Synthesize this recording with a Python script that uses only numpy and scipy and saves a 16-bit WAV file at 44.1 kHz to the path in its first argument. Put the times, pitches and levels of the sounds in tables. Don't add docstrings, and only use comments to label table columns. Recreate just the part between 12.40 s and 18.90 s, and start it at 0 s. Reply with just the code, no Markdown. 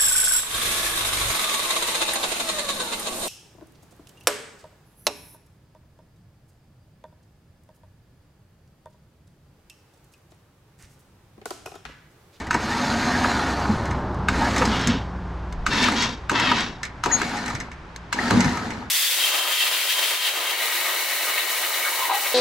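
import sys
import numpy as np
from scipy import signal
from scipy.fft import rfft, irfft, next_fast_len
from scipy.io import wavfile
from scipy.ndimage import uniform_filter1d, map_coordinates

SR = 44100
rng = np.random.default_rng(int(sys.argv[2]) if len(sys.argv) > 2 else 0)


def generate_wav(sig):
    pcm = np.round(np.clip(np.atleast_2d(sig).T, -1, 1) * 32767).astype(np.int16)
    wavfile.write(sys.argv[1], SR, pcm)


N = 286650

# loudest at t/s, half-width/s, level/dB
FIRING_PASS = (2.1, .42, -27.8)
EXHAUST_PASS = (1.6, .55, -28)
TYRE_PASS = (1.55, .52, -32.5)
# multiple, level/dB
FIRING_ORDERS = [(1, 0), (2, -10.5), (3, -6.5)]
# f/Hz, level/dB
EXHAUST = [(20, -10), (45, -14.5), (70, 2.5), (130, -1.5), (200, -8), (350, -8), (600, -25), (1000, -13.5),
           (2000, -38.5), (5000, -43), (12000, -68)]
TYRES = [(200, -14), (450, -1), (700, 1), (1000, 0), (1600, -7), (2500, -24), (4000, -29), (6500, -39),
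         (9000, -60), (15000, -80)]
AIR = [(20, 7), (45, -2), (75, 9), (120, 4), (250, -5), (500, -7), (1000, 2.5), (1600, 2), (3000, -9),
       (6000, -19), (10000, -36), (15800, -62)]
BUFFET_SPECTRUM = [(12, 1), (25, 2.5), (38, 10), (55, -5), (120, -46), (500, -92)]
# t/s, level/dB
BUFFET_LEVEL = [(0.0, -49), (0.36, -56), (1.88, -46), (1.94, -39), (3.06, -50), (3.13, -31), (3.6, -50),
                (3.75, -45), (4.89, -55), (5.16, -47), (5.6, -56), (6.5, -58)]
# switched on t/s, powered/s, coast/s, run-up time constant/s,
# whine level/dB (before its resonance), deck rumble level/dB (before its lift), gear rattle level/dB,
# brush hiss level/dB (before its lift), build-up time constants of rattle/s and hiss/s
JOGS = [(-.7, .3, .7, .05, -30, -35, -33, -48, .05, .07),
        (.105, 0.75, 0.85, 0.205, -28, -29.5, -25.5, -40.8, .3, .12),
        (1.893, 0.34, .42, 0.048, -26, -28.5, -27.5, -42.5, .045, .045),
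        (3.272, 0.21, .28, 0.055, -24, -27.5, -30, -41, .055, .04),
        (3.903, 0.21, 0.23, .054, -22.5, -30.5, -31.5, -46.5, .035, .03),
        (4.65, 0.18, .5, .062, -21, -34, -30.5, -43.5, .07, .05),
        (5.742, .16, 0.62, .047, -19, -30, -29, -41.3, .06, .05)]
# f/Hz, level/dB
DECK = [(60, -35.5), (90, -2.5), (150, -9.5), (210, 0.5), (245, 4), (290, -2.5), (335, -7.5), (400, -8),
        (560, -14), (800, -30.5), (1500, -73)]
GEARS = [(250, -31), (480, -6.5), (720, -1.5), (1000, -1.3), (1700, -2.5), (2300, -13.5), (3500, -18),
         (6000, -52), (12000, -96)]
BRUSHES = [(1000, -14.5), (2200, 6), (3200, 0.5), (4700, 0.5), (6000, -4), (7500, -6), (8800, -13.5),
           (11000, -16), (13500, -25.5), (15000, -32), (15800, -48)]
# f/Hz, width/Hz, lift/dB
CASING = [(723.5, 30, 7.5), (828, 34, 8), (925, 100, 7.5), (1260, 130, 5), (1466, 52, 5.5), (1590, 15, 3),
          (1830, 180, 5.5), (2243, 30, 6.5), (2905, 115, 6.5), (3570, 270, 2.5), (4115, 110, 9.5),
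          (4600, 110, 3), (4790, 90, 4), (5320, 160, 2), (6336, 220, 8), (6830, 260, 4), (7750, 160, 6.5)]
# multiple of the shaft speed, level/dB
WHINE_ORDERS = [(16, -10), (22, -12), (28, -11), (32, -1), (36, -14)]
# f/Hz, likeness from 0 to 1
ALIKE = [(60, 0.98), (200, 0.98), (500, 0.82), (1000, 0.84), (2000, 0.35), (4000, 0.66), (8000, 0.7),
         (12000, 0.1)]
# f/Hz, fall time/s
YARD = [(200, 0.092), (2000, 0.28), (10000, 0.1)]
# middle t/s, length/s, f/Hz, width/Hz, level/dB
SINGING = [(0.648, 1.2, 246, 35, -30), (0.748, 1.2, 722, 70, -30), (.65, .8, 6350, 130, -44),
           (2.349, 0.071, 2900, 60, -31), (3.39, .14, 900, 50, -29), (3.384, 0.055, 3610, 60, -31),
           (3.388, 0.074, 2700, 60, -31), (3.43, .07, 8270, 120, -42), (4.037, .06, 3860, 60, -30),
           (4.052, .09, 2600, 60, -30), (4.05, .1, 3240, 60, -30), (4.85, .24, 2220, 140, -35),
           (5.85, .12, 1320, 110, -31), (6.19, .16, 1290, 130, -31), (6.02, .4, 2030, 220, -35),
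           (6.08, .4, 965, 80, -34), (6.39, .12, 240, 35, -33)]
# t/s, level/dB (before a 3.5 dB cut for the snap), ring f/Hz, crack level/dB
TICKS = [(.0682, -33, 4700, 2), (.129, -22, 6400, -6), (.1427, -13.5, 1870, 0), (1.455, -31, 2600, 4),
         (1.509, -26, 2797, 0), (2.162, -13, 1870, 0), (2.1805, -12, 5260, 0), (2.253, -12, 5050, 0),
         (2.4114, -21, 2000, 1), (2.4723, -6.5, 5300, 0), (3.3324, -19, 1940, 0), (3.427, -11, 2320, 0),
         (3.44, -11, 3720, 0), (3.5194, -19, 4300, 0), (3.6221, -9.5, 3390, 0), (3.9975, -15, 2560, 1),
         (4.2044, -16, 3400, -4), (4.4308, -14, 1760, 0), (4.451, -23, 2150, 1), (4.9701, -23, 1830, -4),
         (5.0598, -21, 2010, 1), (5.0791, -20, 1944, 1), (5.0993, -23.5, 2000, 0), (5.1497, -21, 1862, 1),
         (5.2008, -18, 2250, -7), (5.3153, -36, 2700, -6), (6.0046, -8.5, 2043, -3), (6.044, -16, 5180, -1),
         (6.172, -24, 1900, -4), (6.3041, -24, 2850, -4)]
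# t/s, level/dB, ring f/Hz, low boom level/dB
THUMPS = [(.145, -14, 236, -33), (1.29, -7, 212.8, -22), (2.209, -13, 498, -26), (2.271, -7.5, 218, -30),
          (2.463, -14, 229, -30), (2.484, -4, 232, -27), (2.513, -13, 245, -32), (2.547, -12, 256, -34),
          (5.14, -28, 230, -24), (5.911, -12, 196, -18), (5.936, -7, 191, -20), (5.968, -6, 236, -24),
          (6.048, -10, 238, -14)]
# f/Hz, level/dB
SNAP = [(800, -25), (2000, -4), (4000, -3), (6400, -2), (8000, -3), (9500, -11), (13000, -17), (15500, -27),
        (17000, -60)]
ROPE_BODY = [(400, -72), (1200, -17), (2100, -6.5), (3000, -23), (6000, -24), (8000, -24), (12000, -32),
             (16000, -48)]
BOOM = [(30, -25), (62, -3), (110, 4), (160, 0), (260, -22), (800, -70)]
# f/Hz, level/dB, time to fall 60 dB/s
FLANGE = [(2083, -5, .07), (2770, -10, .05), (3800, -7, .035), (5286, -5, .09), (6250, -1, .05),
          (7068, -8, .04), (7800, -8, .06)]
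# t/s, level/dB, ring f/Hz, treble level/dB (before an 8 dB lift)
SWITCH_ON = [(0.106, -8.5, 1700, -19), (1.883, -8, 1477, -18.5), (3.262, -8, 1490, -18.5),
             (3.893, -9.5, 1560, -18), (4.635, -11.5, 1020, -12), (5.725, -12, 1239, -14)]
# t/s, level/dB, ring f/Hz, treble level/dB (before a 6 dB lift), frame thud level/dB
KNOCKS = [(.147, -7.5, 850, -24, -18), (.8445, -7, 1300, -33, -22), (2.221, -6, 1050, -29, -16),
          (3.485, -6.5, 1270, -24, -24), (3.915, -14, 970, -16, -14), (4.116, -7, 1200, -28, -24),
          (4.659, -8.5, 975, -17, -16), (4.816, -9, 1500, -14, -20), (5.907, -9, 1680, -11, -14)]
# f/Hz, level/dB, time to fall 60 dB/s
BOX = [(700, -16, 0.058), (958, -3.5, 0.047), (1287, 3.5, 0.021), (1527, 4.5, 0.017), (1667, -5, 0.039),
       (2164, -4.5, 0.021), (2590, -5, 0.024), (2730, -8, 0.032), (3770, -7.5, 0.025), (4410, -13, 0.039),
       (6200, -22.5, .025)]
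# f/Hz, level/dB
CLACK = [(150, -14), (600, -20), (1000, 10), (1500, 1.5), (2000, 5), (2600, 6.5), (3300, -13), (5000, -45),
         (12000, -26)]
THUD = [(150, -9), (320, 1), (520, -4.5), (700, -12.5), (1200, -7.5), (3000, -76)]
# t/s, level/dB
BUTTON = [(1.744, -36), (3.125, -26), (3.726, -30), (5.5612, -20)]
# f/Hz, level/dB, time to fall 60 dB/s
SHELL = [(1650, -3, .02), (2121, -1, .018), (3623, -3, .009), (4290, -2, .01), (7200, -8, .01)]
# t/s, length/s, level/dB, release/(dB per s)
JUDDER = [(2.17, .05, -29, 250), (2.47, .05, -27, 260), (5.903, .1, -23.5, 75)]
# f/Hz, width/Hz, lift/dB
PLATE = [(101, 18, 10), (187, 18, 14), (238, 26, 14), (362, 40, 8), (485, 45, 8)]
# f/Hz, level/dB
CRUNCH = [(40, -22), (90, -4), (250, -2), (400, -8), (650, -16), (1500, -22), (7000, -30), (10000, -48),
          (16000, -65)]
# t/s, length/s, level/dB, release/(dB per s), chatter f/Hz, chatter over grit/dB,
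# treble/dB (grows from 3 kHz, in full from 6 kHz), ring pitch ratio
BRAKE = [(2.278, .2, -30, 200, 415, -4, -2, 1), (2.475, .05, -30, 160, 355, -6, -1, 1),
         (3.3, .18, -22.5, 330, 892, -4, -1, 1), (3.551, .085, -22, 170, 465, -4, 4.5, 1.01),
         (3.925, .2, -22, 330, 645, -5, -5.5, .975), (4.14, .07, -24, 165, 372, -4, 0, 1.01)]
# f/Hz, width/Hz, lift/dB
DRUM = [(985, 110, 12), (1287, 230, 0.5), (1800, 81, -1.5), (1900, 89, 3.5), (2240, 61, 8), (2523, 42, 1.5),
        (2687, 60, 9), (2770, 25, 4), (2912, 34, 8), (3210, 170, 7.5), (3590, 40, 10), (3910, 140, 7),
        (3770, 48, 7), (4430, 67, 11), (4660, 60, 10), (5290, 110, 10), (5550, 150, 5), (6200, 300, 4),
        (7700, 350, 6)]
# f/Hz, level/dB
RASP = [(400, -35), (900, -3), (1700, 4.5), (2400, -1.5), (3600, -1.5), (4500, -6.5), (5600, -8),
        (6800, -12.5), (8500, -30), (15000, -47)]
# t/s, f/Hz, level/dB (before it is leaned left)
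SQUEAK = [(4.70, 6810, -100), (4.718, 6770, -26.5), (4.73, 6666, -14.5), (4.755, 6616, -15),
          (4.768, 6620, -28), (4.80, 6604, -47), (4.84, 6596, -120)]
# t/s, side level/dB
WIDTH = [(0, -9), (.4, -58), (2.35, -63), (2.6, -23), (3.0, -13), (3.15, -4), (6.5, 2)]

FIRING_HZ, DOPPLER, DOPPLER_S = 62, .08, .7
FULL_TURNS_PER_S = 88
DECK_POWER, GEAR_POWER, BRUSH_POWER = 0.49, 0.67, 1.3
DECK_LIFT_DB, BRUSH_LIFT_DB = 1.0, 10.5
MESH_DB, MESH_JITTER = -3.5, .006
COAST_WHINE_DB = -16
TICK_BODY_DB, TICK_BODY_GROWS = -14, 0.46
FAINT_TICKS_PER_S, FAINT_TICK_DB = 4.5, -31
LAND_S = .002
CLACK_START_S, CLACK_START_DB = .005, -20
BOUNCE_S, BOUNCE_DB = .004, -8
SHAKE_S, SHAKE_DB = .014, -19
KNOCK_START_S, KNOCK_START_DB = .007, -13
JUDDER_SLIPS_PER_S, JUDDER_ATTACK_S = 170, .008
BRAKE_ATTACK_S, CHATTER_JITTER = 0.016, .02
LEFT_LAG_S = 1.7e-5
TOP_HZ = 15800


def amp(db):
    return np.exp(np.asarray(db) * (np.log(10) / 20))


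def unit(x):
    return x / np.sqrt(np.mean(x ** 2) + 1e-20)


def along(points, hz):
    f, v = np.transpose(points)
    return np.interp(np.log(hz + 1), np.log(f + 1), v)


def curves(rows):
    s, *columns = np.transpose(rows)
    return [np.interp(np.arange(N) / SR, s, column) for column in columns]


def wobble(rate):
    steps = 8
    count = int(N * rate / SR) + 4
    at = np.arange(count * steps) / steps
    smooth = map_coordinates(rng.standard_normal(count), [at], mode="nearest")
    return np.interp(np.arange(N) * rate / SR, at, smooth)


def colour(x, spectrum, modes=()):
    size = 2 * next_fast_len(x.shape[-1] // 2 + 4096)
    hz = np.fft.rfftfreq(size, 1 / SR)
    db = along(spectrum, hz)
    db = db + sum(lift / (1 + (2 * (hz - f) / width) ** 2) for f, width, lift in modes)
    cepstrum = irfft(np.log(amp(db)))
    cepstrum[1:size // 2] *= 2
    cepstrum[size // 2 + 1:] = 0
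    return irfft(rfft(x, size) * np.exp(rfft(cepstrum)), size)[..., :x.shape[-1]]


def spread(pair):
    size = next_fast_len(pair.shape[-1] + 512, True)
    likeness = np.clip(along(ALIKE, np.fft.rfftfreq(size, 1 / SR)), -1, 1)
    turn = np.arccos(likeness) / 2
    mid, side = irfft(rfft(pair, size) * [np.cos(turn), np.sin(turn)], size)[:, :pair.shape[-1]]
    return np.array([mid + side, mid - side])


def rush(spectrum):
    return unit(colour(spread(rng.standard_normal((2, N))), spectrum))


def rattle(rate, size_db, smooth):
    hits = (rng.random(N) < rate / SR) * amp(size_db * rng.standard_normal(N))
    impacts = unit(hits * rng.choice([-1, 1], (2, N)))
    return spread(impacts + smooth * rng.standard_normal((2, N)))


def ring(hz, t60, attack):
    t = np.arange(SR // 4) / SR
    return np.sin(2 * np.pi * hz * t) * amp(-60 * t / t60) * (1 - np.exp(-t / attack))


def burst(spectrum, t60, tail_db, tail_t60):
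    t = np.arange(SR // 4) / SR
    attack, dull_hz = .0014, 6500
    crack, tail = rng.standard_normal((2, 2, len(t)))
    tail = signal.sosfilt(signal.butter(2, dull_hz, fs=SR, output="sos"), tail)
    pair = crack * amp(-60 * t / t60) + tail * amp(tail_db - 60 * t / tail_t60)
    x = colour(spread(pair * (1 - np.exp(-t / attack))), spectrum, CASING)
    return x / np.abs(x.mean(0)).max()


def struck(modes):
    x = 0
    for hz, db, t60 in modes:
        level = amp(db + rng.normal(0, 2, (2, 1)))
        x = x + level * rng.choice([-1, 1]) * ring(hz, t60, attack=.0004)
    return x / np.abs(x.mean(0)).max()


def flare(x, patchy_db):
    z = signal.stft(x, nperseg=512)[2]
    field = uniform_filter1d(rng.standard_normal(z.shape[1:]), size=3, axis=0)
    field = uniform_filter1d(field, size=9, axis=1)
    return unit(signal.istft(z * amp(patchy_db * unit(field)), nperseg=512)[1][:, :N])


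def steel(x, ring_db, t60):
    t = np.arange(SR // 10) / SR
    tail = rng.standard_normal(len(t)) * amp(-60 * t / t60)
    ringing = signal.oaconvolve(x, tail[None] / np.linalg.norm(tail), axes=1)
    return x + amp(ring_db) * ringing[:, :x.shape[-1]]


def add(track, s, sound):
    part = track[:, max(0, round(s * SR)):][:, :sound.shape[-1]]
    part += sound[..., :part.shape[1]]


def pan(x, left_db):
    return x * amp([[left_db / 2], [-left_db / 2]])


def passing(closest, half_width, db):
    return amp(db) / np.hypot(1, (np.arange(N) / SR - closest) / half_width)


def outdoors():
    along_road = (np.arange(N) / SR - FIRING_PASS[0]) / DOPPLER_S
    hz = FIRING_HZ * (1 - DOPPLER * along_road / np.hypot(1, along_road))
    phase = 2 * np.pi * np.cumsum(hz * (1 + 0.01596 * wobble(15))) / SR
    firing = unit(sum(amp(db + 2.6 * wobble(8)) * np.sin(k * phase) for k, db in FIRING_ORDERS))
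    vehicle = passing(*FIRING_PASS) * firing
    vehicle = vehicle + passing(*EXHAUST_PASS) * rush(EXHAUST) + passing(*TYRE_PASS) * rush(TYRES)
    buffet = amp(curves(BUFFET_LEVEL)[0]) * rush(BUFFET_SPECTRUM)
    return vehicle + buffet + amp(-46.0) * rush(AIR)


def speed(on, powered, coast, run_up):
    t = np.maximum(np.arange(N) / SR - on, 0)
    return (1 - np.exp(-t / run_up)) * np.clip(1 - (t - powered) / coast, 0, 1)


def shaft():
    return FULL_TURNS_PER_S * sum(speed(*row[:4]) for row in JOGS)


def mesh(count):
    turn_hz = shaft()
    turns = np.cumsum(turn_hz * (1 + MESH_JITTER * wobble(120))) / SR
    teeth = signal.resample(rng.standard_normal((count, 128)), 2048, axis=1)
    place = (turns % 1 * teeth.shape[1]).astype(int)
    shares = np.array([wobble(14) for _ in teeth])
    pattern = (shares * teeth[:, place]).sum(0) / np.linalg.norm(shares, axis=0)
    return unit(pattern * turn_hz)


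def gear_train():
    deck_level = gear_level = brush_level = 0
    for on, powered, coast, _, _, deck_db, gear_db, brush_db, gear_rise, brush_rise in JOGS:
        drive = speed(on, powered, coast, gear_rise)
        deck_level += amp(deck_db) * drive ** DECK_POWER
        gear_level += amp(gear_db) * drive ** GEAR_POWER
        brush_level += amp(brush_db) * speed(on, powered, coast, brush_rise) ** BRUSH_POWER
    lurch = 0.6 * wobble(35)
    grind = 1.5 * wobble(160)
    orders = mesh(count=4)
    rumble = unit(colour(rattle(1400, size_db=2.5, smooth=0.85), DECK))
    deck = unit(rumble + amp(-6) * unit(colour(orders, DECK)))
    teeth = unit(colour(unit(rattle(1100, size_db=3, smooth=0.65)), GEARS, CASING))
    gears = flare(teeth + amp(MESH_DB) * unit(colour(orders, GEARS, CASING)), patchy_db=1.8)
    hiss = steel(rattle(2500, size_db=3, smooth=.8), ring_db=-6, t60=.05)
    brushes = flare(colour(hiss, BRUSHES, CASING), patchy_db=1.7)
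    treble = amp(lurch + grind) * gear_level * gears + amp(lurch + BRUSH_LIFT_DB) * brush_level * brushes
    return amp(DECK_LIFT_DB) * deck_level * deck + pan(treble, left_db=1.5)


def whine():
    bars = 32
    casing_hz, width_hz = 1850, 170
    hz = bars * shaft()
    t = np.arange(N) / SR
    level = 0
    for on, powered, coast, _, db, *_ in JOGS:
        gain = amp(db + COAST_WHINE_DB * (t > on + powered))
        level = level + gain * (t > on) * np.clip(1 - (t - on - powered) / coast, 0, 1)
    resonance = 0.15 + 1 / (1 + (2 * (hz - casing_hz) / width_hz) ** 2)
    lift = resonance / (1 + (hz / 2000) ** 30)
    phase = 2 * np.pi * np.cumsum(hz * (1 + 0.0138 * wobble(300))) / SR
    tone = sum(amp(db + 2 * wobble(120)) * np.sin(phase * order / bars) for order, db in WHINE_ORDERS)
    return pan(level * lift * tone, left_db=1)


def yard(x):
    hz, t, z = signal.stft(rng.standard_normal((2, SR // 2)), SR, nperseg=256)
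    fading = z * amp(-60 * t / along(YARD, hz)[:, None])
    tail = signal.istft(fading, SR, nperseg=256)[1]
    late = np.pad(x, ((0, 0), (200, 0)))
    return signal.fftconvolve(late, tail / np.linalg.norm(tail[0]), axes=1)[:, :N]


def singing():
    out = np.zeros((2, N))
    for s, length, hz, width_hz, db in SINGING:
        t = np.arange(int(abs(length) * SR)) / SR
        knots = rng.standard_normal((2, 1024))
        a, b = (map_coordinates(k, [t * width_hz], mode="nearest") for k in knots)
        tone = np.real((.35 + 0.55 * (a + 1j * b)) * np.exp(2j * np.pi * hz * t))
        add(out, s - length / 2, amp(db) * signal.windows.tukey(len(t), .8) * tone)
    return pan(out, left_db=3.0)


def faint_ticks():
    ring_hz = 1950
    rows = []
    for on, powered, coast, *_ in JOGS:
        gaps, sizes = rng.exponential(size=8), rng.standard_normal(size=8)
        times = np.cumsum(gaps) / FAINT_TICKS_PER_S
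        for s, size in zip(times, sizes):
            if s < coast:
                db = FAINT_TICK_DB + 1.7 * size + 20 * np.log10(1 - s / coast)
                rows.append((on + powered + s, db, ring_hz, 0))
    return rows


def rope():
    out = np.zeros((2, N))
    for s, db, hz, crack_db in TICKS + faint_ticks():
        crack = amp(crack_db) * burst(SNAP, t60=0.016, tail_db=-11, tail_t60=0.055)
        snap = 0.66 * crack + 0.3 * ring(hz, t60=0.06, attack=.0003) + 0.5 * struck(FLANGE)
        body = burst(ROPE_BODY, t60=0.0068, tail_db=-6.5, tail_t60=0.092)
        add(out, s, amp(db - 3.5) * snap + amp(TICK_BODY_DB + TICK_BODY_GROWS * db) * body)
    for s, db, hz, boom_db in THUMPS:
        noise = burst(DECK, t60=0.067, tail_db=-31, tail_t60=0.25)
        add(out, s, amp(db) * (ring(hz, t60=0.11, attack=0.0073) + 0.23 * noise))
        add(out, s, amp(boom_db) * burst(BOOM, t60=.2, tail_db=-10.5, tail_t60=0.38))
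    return out


def clack(strike_hz, focus_db):
    x = 0
    for hz, db, t60 in BOX:
        octaves = abs(np.log2(hz / strike_hz))
        level = amp(db - focus_db * octaves + rng.normal(0, 2.6, (2, 1)))
        x = x + level * rng.choice([-1, 1]) * ring(hz, t60, attack=0.00068)
    return x / np.abs(x.mean(0)).max()


def contactor():
    out = np.zeros((2, N))
    for s, db, hz, treble_db in SWITCH_ON:
        land = s + LAND_S
        treble = amp(treble_db + 8)
        soft_start = burst(RASP, t60=.03, tail_db=-10, tail_t60=.05)
        add(out, land - CLACK_START_S, amp(db + CLACK_START_DB) * soft_start)
        body = clack(hz, focus_db=5) + 0.38 * burst(CLACK, t60=0.055, tail_db=-20, tail_t60=0.12)
        add(out, land, amp(db) * (body + treble * burst(SNAP, t60=.016, tail_db=-10, tail_t60=.1)))
        rebound = clack(hz, focus_db=7) + treble * struck(FLANGE)
        add(out, land + BOUNCE_S, amp(db + BOUNCE_DB) * rebound)
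        add(out, s + SHAKE_S, amp(db + SHAKE_DB) * burst(BRUSHES, t60=.12, tail_db=-3, tail_t60=.2))
    for s, db, hz, treble_db, thud_db in KNOCKS:
        soft_start = burst(CLACK, t60=.05, tail_db=-10, tail_t60=.06)
        add(out, s - KNOCK_START_S, amp(db + KNOCK_START_DB) * soft_start)
        body = .76 * clack(hz, focus_db=12) + .22 * burst(CLACK, t60=.04, tail_db=-10, tail_t60=.15)
        treble = amp(treble_db + 6) * burst(SNAP, t60=0.011, tail_db=-14, tail_t60=0.08)
        add(out, s, amp(db) * (body + treble))
        add(out, s, amp(thud_db) * burst(THUD, t60=.12, tail_db=-2, tail_t60=.25))
    return pan(out, left_db=1)


def button():
    out = np.zeros((2, N))
    for s, db in BUTTON:
        snap = burst(SNAP, t60=.014, tail_db=-16, tail_t60=.08)
        add(out, s, amp(db) * (.65 * struck(SHELL) + .5 * snap))
    return out


def judder():
    out = np.zeros((2, N))
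    t = np.arange(SR // 2) / SR
    crunch = unit(colour(rattle(JUDDER_SLIPS_PER_S, size_db=2, smooth=.45), CRUNCH, PLATE))
    for s, length, db, release in JUDDER:
        level = amp(db - release * np.maximum(t - length, 0)) * (1 - np.exp(-t / JUDDER_ATTACK_S))
        add(out, s, level * crunch[:, round(s * SR):][:, :len(t)])
    return out


def brake():
    out = np.zeros((2, N))
    t = np.arange(SR * 3 // 4) / SR
    grit = flare(rattle(1500, size_db=2.5, smooth=.6), patchy_db=1.8)
    wander = wobble(200) + wobble(20)
    grab = amp(1.3 * wobble(70))
    for s, length, db, release, chatter_hz, chatter_db, treble_db, ratio in BRAKE:
        now = np.arange(len(t)) + round(s * SR)
        cycles = np.cumsum(chatter_hz * (1 + CHATTER_JITTER * wander[now])) / SR
        slips = unit(np.diff(np.floor(cycles), prepend=0) * amp(2 * rng.standard_normal(len(t))))
        spectrum = [(hz, level + treble_db * np.clip(np.log2(hz / 3000), 0, 1)) for hz, level in RASP]
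        modes = [(hz * ratio, width, lift) for hz, width, lift in DRUM]
        rasp = colour(unit(grit[:, now]) + amp(chatter_db) * slips, spectrum, modes)
        rasp /= np.sqrt(np.abs(uniform_filter1d(np.mean(rasp ** 2, axis=0), size=1500)))
        level = amp(db - release * np.maximum(t - length, 0)) * (1 - np.exp(-t / BRAKE_ATTACK_S))
        add(out, s, level * grab[now] * rasp)
    return pan(out, left_db=2.5)


def squeak():
    hz, db = curves(SQUEAK)
    phase = 2 * np.pi * np.cumsum(hz * (1 + .003 * wobble(280))) / SR
    return pan(amp(db) * (np.sin(phase) + amp(-40.5) * np.sin(2 * phase)), left_db=8.5)


def arrival(x):
    size = next_fast_len(N + 512, True)
    delay = np.exp(-2j * np.pi * np.fft.rfftfreq(size, 1 / SR) * LEFT_LAG_S)
    return np.array([irfft(rfft(x[0], size) * delay, size)[:N], x[1]])


def scene():
    blows = whine() + rope() + contactor()
    winch = gear_train() + singing() + button() + judder() + brake() + squeak() + blows
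    return outdoors() + arrival(winch) + amp(-11.5) * yard(blows)


def record(dry):
    mid = (dry[0] + dry[1]) / 2
    side = (dry[0] - dry[1]) / 2 * amp(curves(WIDTH)[0])
    x = np.array([mid + side, mid - side])
    x = x / (1 + (x / .6) ** 8) ** (1 / 8)
    size = next_fast_len(N + SR // 2)
    return irfft(rfft(x, size) * (np.fft.rfftfreq(size, 1 / SR) < TOP_HZ), size)[:, :N]


dry = scene()
out = record(dry)
generate_wav(out)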